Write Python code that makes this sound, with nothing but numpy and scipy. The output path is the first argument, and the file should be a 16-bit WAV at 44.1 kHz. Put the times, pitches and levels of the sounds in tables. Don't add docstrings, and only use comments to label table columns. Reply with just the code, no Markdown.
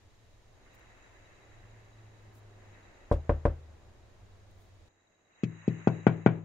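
import sys
import numpy as np
from scipy import signal
from scipy.fft import rfft, irfft, next_fast_len
from scipy.io import wavfile
from scipy.ndimage import uniform_filter1d

SR = 44100
rng = np.random.default_rng(int(sys.argv[2]) if len(sys.argv) > 2 else 0)


def waveform_to_disk(signal):
    frames = np.transpose(np.atleast_2d(signal))
    scaled = np.clip(frames, -1, 1) * 32767
    samples = np.round(scaled).astype(np.int16)
    wavfile.write(sys.argv[1], SR, samples)


N = 284004
TIME_S = np.arange(N) / SR
RING_N = SR * 3 // 4
RING_S = np.arange(RING_N) / SR

# t/s, level/dB, contact corner/Hz, tick level/dB, tick delay/s
LOOSE_KNOCKS = [(3.1139, -0.5, 1310, -17.5, 0.0063), (3.2942, -1.3, 2500, -26.5, 0),
                (3.4532, -0.5, 2330, -22.5, 0)]
STIFF_KNOCKS = [(5.4343, -6.5, 346, -13, 0), (5.6787, -4, 406, -20, 0), (5.8726, -1, 1220, -14, 0.0019),
                (6.0675, 1.5, 1800, -15, 0.0018), (6.2621, 2, 1820, -16, 0.0013)]
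# f/Hz, level/dB, t60/s
LOOSE_MODES = [(40.3, -0.5, 0.2), (74.1, -14, 0.32), (77.1, -25.5, 0.92), (108.5, -18, 0.15),
               (133.7, -30, 0.32), (203, -16, 0.032), (244.2, -28.5, .14), (327.6, -24, 0.099),
               (361, -29, 0.1), (470, -16, 0.056), (533, -27.5, 0.14), (572.3, -19, 0.097),
               (640, -40, 0.053), (708, -28, 0.082), (764, -46, 0.054), (1150, -49.5, 0.062),
               (1513, -55, 0.11), (1586, -48, 0.17)]
STIFF_MODES = [(104.6, -34.5, 1), (121.6, -18, 0.21), (163.8, -24.5, 0.45), (188.7, -23, 0.091),
               (253.5, -37.5, 0.038), (375, -39.5, 0.35), (435.4, -41, 0.3), (607, -57, 0.25),
               (665, -28.5, 0.096), (710, -54, 0.092), (995, -39, 0.13), (1264, -39.5, 0.099),
               (1417, -28, 0.084), (1513, -37.5, 0.14), (1657, -45.5, 0.28), (1916, -36.5, 0.1),
               (2300, -31.5, 0.11), (2384, -33.5, 0.1)]
# f/Hz, level/dB
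LOOSE_THUD = [(30, 0), (100, 12), (200, -4.5), (500, 5), (1000, 9), (1500, 4.5), (2200, -1.5),
              (3200, -21.5), (9000, -18)]
STIFF_THUD = [(30, 31), (120, 24.5), (200, 33.5), (300, 26.5), (430, 27.5), (520, 19), (830, 21.5),
              (1000, 3.5), (2300, 16.5), (3500, -14.5), (9000, 4)]
# f/Hz, level/dB
LOOSE_CLATTER = [(100, -7.5), (500, 13.5), (900, 7.5), (1080, 14.5), (1350, 5.5), (1550, 3.5), (1850, -8.5),
                 (2300, -6), (4000, -20), (9000, -30.5)]
STIFF_CLATTER = [(60, -20), (300, 9), (800, 10), (980, 6.5), (1200, 3.5), (1500, 8), (2020, -0.5),
                 (2400, 8.5), (3000, 3.5), (4500, -4), (9000, -30)]
# f/Hz, level/dB
LOOSE_ROOM = [(25, 4.5), (75, 18.5), (180, 3.5), (350, 11.5), (600, 8.5), (1200, -2.5), (2500, -13),
              (6000, -16.5)]
STIFF_ROOM = [(40, -14), (75, -19.5), (115, 7), (180, 12.5), (330, 16.5), (520, 6), (680, 3.5),
              (1500, -8.5), (2400, -2.5), (3300, -8), (8000, -36)]
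# f/Hz, level/dB
LOOSE_TICK = [(500, -16.5), (2000, 6), (5500, -5), (9000, -11), (15000, -21)]
STIFF_TICK = [(900, -4), (1900, 4.5), (2350, 13.5), (3000, 3), (3600, -5.5), (5500, -11), (6700, -4),
              (8200, -25), (15000, -40)]
# f/Hz, width/Hz, level/dB, throb rate/Hz, throb depth/dB
RASPS = [(1412, 1980, -0.5, 13, 1.5), (1892, 480, -3, 8.2, 2.5), (2613, 130, -12, 13, 2),
         (2824, 100, -15.5, 5.2, 1.5)]
TRILLS = [(3882, 99, -3, 11, 1.8), (6760, 1200, -3, 14, .6), (6680, 220, -6, 9, 2)]
# t/s, attack/s, hold/s, release/s, rasp level/dB, trill level/dB
INSECT_SWELLS = [(0.573, 0.17, 0.43, 1.56, -67, -81), (2.513, 0.23, 0.12, 0.66, -67, -82.5),
                 (5.265, 0.51, .15, 0.53, -57.5, -70.5)]
# t/s, length/s, level/dB
SCUFFS = [(0.748, 0.02, -66), (0.796, .006, -69), (2.225, .01, -78), (2.366, 0.057, -68.5),
          (4.512, 0.0062, -74), (4.618, 0.13, -77)]
# t/s, attack/s, hold/s, release/s, level/dB
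ENGINE_SURGES = [(1.244, 0.8, .3, 0.58, -58), (2.586, 0.057, 0.04, 0.22, -64), (4.14, 0.13, .05, .8, -61.5)]
RUMBLE_SWELLS = [(1.467, 0.084, .03, 0.27, -64), (3.0, 0.081, 1.22, 1, -68)]
# f/Hz, level/dB
RUMBLE_SPECTRUM = [(12, -1.5), (40, 0), (55, -5), (85, 0), (110, -2.5), (145, -16), (250, -21.5),
                   (1000, -64.5)]
AIR_SPECTRUM = [(76, -30), (130, -15), (163, -11), (260, -13.5), (340, -7.5), (477, -10.5), (599, -10),
                (1360, -19.5), (1770, -20.5), (3200, -33), (4160, -63.5), (7040, -120)]
HISS_SPECTRUM = [(800, -21), (2000, 1), (3500, 2), (6000, -2.5), (8500, -9.5), (15000, -18.5)]
# t/s, level/dB
AIR_LEVEL = [(0.4, -68.5), (0.7, -63.5), (1.9, -62.5), (3.7, -62), (4.8, -66.5)]


def loose_door():
    thud = colour(signal.unit_impulse(RING_N), LOOSE_THUD)
    body = radiate(thud + panel(LOOSE_MODES, travel_s=0.00047), corner_hz=115.6)
    clatter = colour(burst(t60_s=0.06, rise_s=0.001, alike_hz=1200), LOOSE_CLATTER)
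    room = colour(burst(t60_s=0.28, rise_s=0.0019, alike_hz=500), LOOSE_ROOM)
    tick = colour(burst(t60_s=0.13, rise_s=0.00026, alike_hz=1500), LOOSE_TICK)
    return knock(LOOSE_KNOCKS, (body + clatter + room) * pan(left_db=1.5), tick)


def stiff_door():
    thud = -colour(signal.unit_impulse(RING_N), STIFF_THUD)
    thud = head_shadow(thud, corner_hz=960) * pan(left_db=1)
    ring = panel(STIFF_MODES, travel_s=0.00023) * pan(left_db=5.5)
    body = radiate(thud + ring, corner_hz=112)
    clatter = colour(burst(t60_s=0.086, rise_s=0.00027, alike_hz=100), STIFF_CLATTER) * pan(left_db=11)
    room = colour(burst(t60_s=0.41, rise_s=0.015, alike_hz=200), STIFF_ROOM) * pan(left_db=5.5)
    tick = colour(burst(t60_s=0.053, rise_s=0.00057, alike_hz=800), STIFF_TICK) * pan(left_db=9)
    return knock(STIFF_KNOCKS, body + wall_echo(clatter) + room, tick)


def knock(knocks, door, tick):
    out = np.zeros((2, N + RING_N))
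    for t_s, level_db, contact_hz, tick_db, delay_s in knocks:
        start, tick_start = int(t_s * SR), int((t_s + delay_s) * SR)
        out[:, start:start + RING_N] += undb(level_db) * lowpass(door, contact_hz, order=3)
        out[:, tick_start:tick_start + RING_N] += undb(tick_db) * tick
    return out[:, :N]


def panel(modes, travel_s):
    out = 0
    for f_hz, level_db, t60_s in modes:
        age_s = np.maximum(RING_S - travel_s * np.sqrt(100 / f_hz), 0)
        out = out + undb(level_db) * np.sin(2 * np.pi * f_hz * age_s) * decay(age_s, t60_s)
    return out


def radiate(x, corner_hz):
    return signal.sosfilt(signal.butter(2, corner_hz, "high", fs=SR, output="sos"), x)


def burst(t60_s, rise_s, alike_hz):
    envelope = decay(RING_S, t60_s) * (1 - np.exp(-RING_S / rise_s))
    return noise(RING_N, alike_hz) * envelope / np.sqrt(np.sum(envelope ** 2))


def head_shadow(x, corner_hz):
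    return np.array([x, lowpass(x, corner_hz)])


def wall_echo(x, delay_s=0.026, level_db=-17):
    return x + undb(level_db) * np.interp(RING_S - delay_s, RING_S, x[0], left=0)


def insects(rasp_rest_db=-78, trill_rest_db=-80.5):
    rasp_gain, trill_gain = undb(rasp_rest_db), undb(trill_rest_db)
    for *shape, rasp_db, trill_db in INSECT_SWELLS:
        envelope = swell(*shape)
        rasp_gain = rasp_gain + undb(rasp_db) * envelope
        trill_gain = trill_gain + undb(trill_db) * envelope
    return chorus(RASPS) * rasp_gain + chorus(TRILLS) * trill_gain


def chorus(voices):
    out = 0
    for f_hz, width_hz, level_db, throb_hz, depth_db in voices:
        blur = unit(lowpass(rng.standard_normal((2, N)), width_hz / 2, order=3))
        band = blur * np.sin(2 * np.pi * f_hz * TIME_S)
        throb_rad = 2 * np.pi * np.cumsum(throb_hz * (1 + 0.15 * walk(rate_hz=10))) / SR
        out = out + unit(band * undb(depth_db * np.sin(throb_rad))) * undb(level_db)
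    return out


def dog_scuffs():
    grit = noise(N, alike_hz=2000) * undb(3.5 * walk(rate_hz=900))
    grit = unit(colour(grit, [(500, -16), (3000, -12), (9000, -8), (15000, -6)]))
    return grit * sum(undb(db) * np.exp(-(2 * (TIME_S - t_s) / span_s) ** 2) for t_s, span_s, db in SCUFFS)


def far_engine(cruise_hz=108.6, idle_hz=96, ease_off_s=2.0, sag_hz_per_s=11):
    f_hz = np.maximum(cruise_hz - sag_hz_per_s * np.maximum(TIME_S - ease_off_s, 0), idle_hz)
    phase_rad = 2 * np.pi * np.cumsum(f_hz * (1 + 0.006 * walk(rate_hz=30))) / SR
    hum = np.sqrt(2) * (np.sin(phase_rad) + undb(-20) * np.sin(2 * phase_rad))
    return hum * swelling(ENGINE_SURGES, rest_db=-71) * undb(1.1 * walk(rate_hz=18))


def outdoors(lull_s=4.885, hiss_db=-73.5):
    rumble = unit(colour(noise(N, alike_hz=249.6), RUMBLE_SPECTRUM))
    rumble *= swelling(RUMBLE_SWELLS, rest_db=-61.5)
    air_db = np.interp(TIME_S, *np.transpose(AIR_LEVEL))
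    air = unit(colour(noise(N, alike_hz=500), AIR_SPECTRUM)) * undb(air_db + 0.5 * walk(rate_hz=3.1))
    hiss = unit(colour(noise(N, alike_hz=300), HISS_SPECTRUM)) * undb(hiss_db)
    lull = np.clip((TIME_S - lull_s) / 0.0015, 0, 1)
    return rumble * undb(-22 * lull) + (far_engine() + hiss) * undb(-13 * lull) + air * undb(-7 * lull)


def swelling(swells, rest_db):
    return undb(rest_db) + sum(undb(db) * swell(*shape) for *shape, db in swells)


def swell(start_s, attack_s, hold_s, release_s):
    age_s = TIME_S - start_s
    return np.clip(np.minimum(age_s / attack_s, 1 - (age_s - attack_s - hold_s) / release_s), 0, 1)


def decay(age_s, t60_s):
    return np.exp(-np.log(1000) * age_s / t60_s)


def walk(rate_hz):
    hold = int(SR / rate_hz)
    steps = np.repeat(rng.standard_normal(N // hold + 1), hold)
    return unit(uniform_filter1d(uniform_filter1d(steps, hold), hold)[:N])


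def noise(size, alike_hz):
    mid, side = rfft(rng.standard_normal((2, size)))
    coherence = 1 / (1 + np.fft.rfftfreq(size, 1 / SR) / alike_hz)
    mid *= np.sqrt((1 + coherence) / 2)
    side *= np.sqrt((1 - coherence) / 2)
    return irfft([mid + side, mid - side], size)


def colour(x, points):
    size = 2 * next_fast_len(x.shape[-1])
    f_hz, level_db = np.transpose(points)
    bins_hz = np.maximum(np.fft.rfftfreq(size, 1 / SR), 1)
    gain = undb(np.interp(np.log(bins_hz), np.log(f_hz), level_db))
    cepstrum = irfft(np.log(gain))
    cepstrum[1:size // 2] *= 2
    cepstrum[size // 2 + 1:] = 0
    return irfft(rfft(x, size) * np.exp(rfft(cepstrum)))[..., :x.shape[-1]]


def lowpass(x, corner_hz, order=2):
    return signal.sosfilt(signal.butter(order, corner_hz, fs=SR, output="sos"), x)


def pan(left_db):
    return undb(np.array([[left_db], [-left_db]]) / 2)


def undb(db):
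    return 10 ** (np.asarray(db) / 20)


def unit(x):
    return x / np.sqrt(np.mean(x ** 2))


def scene():
    return loose_door() + stiff_door() + outdoors() + insects() + dog_scuffs()


def record(dry):
    return signal.sosfilt(signal.ellip(10, 0.2, 80, 15700, fs=SR, output="sos"), dry)


dry = scene()
out = record(dry)
waveform_to_disk(out)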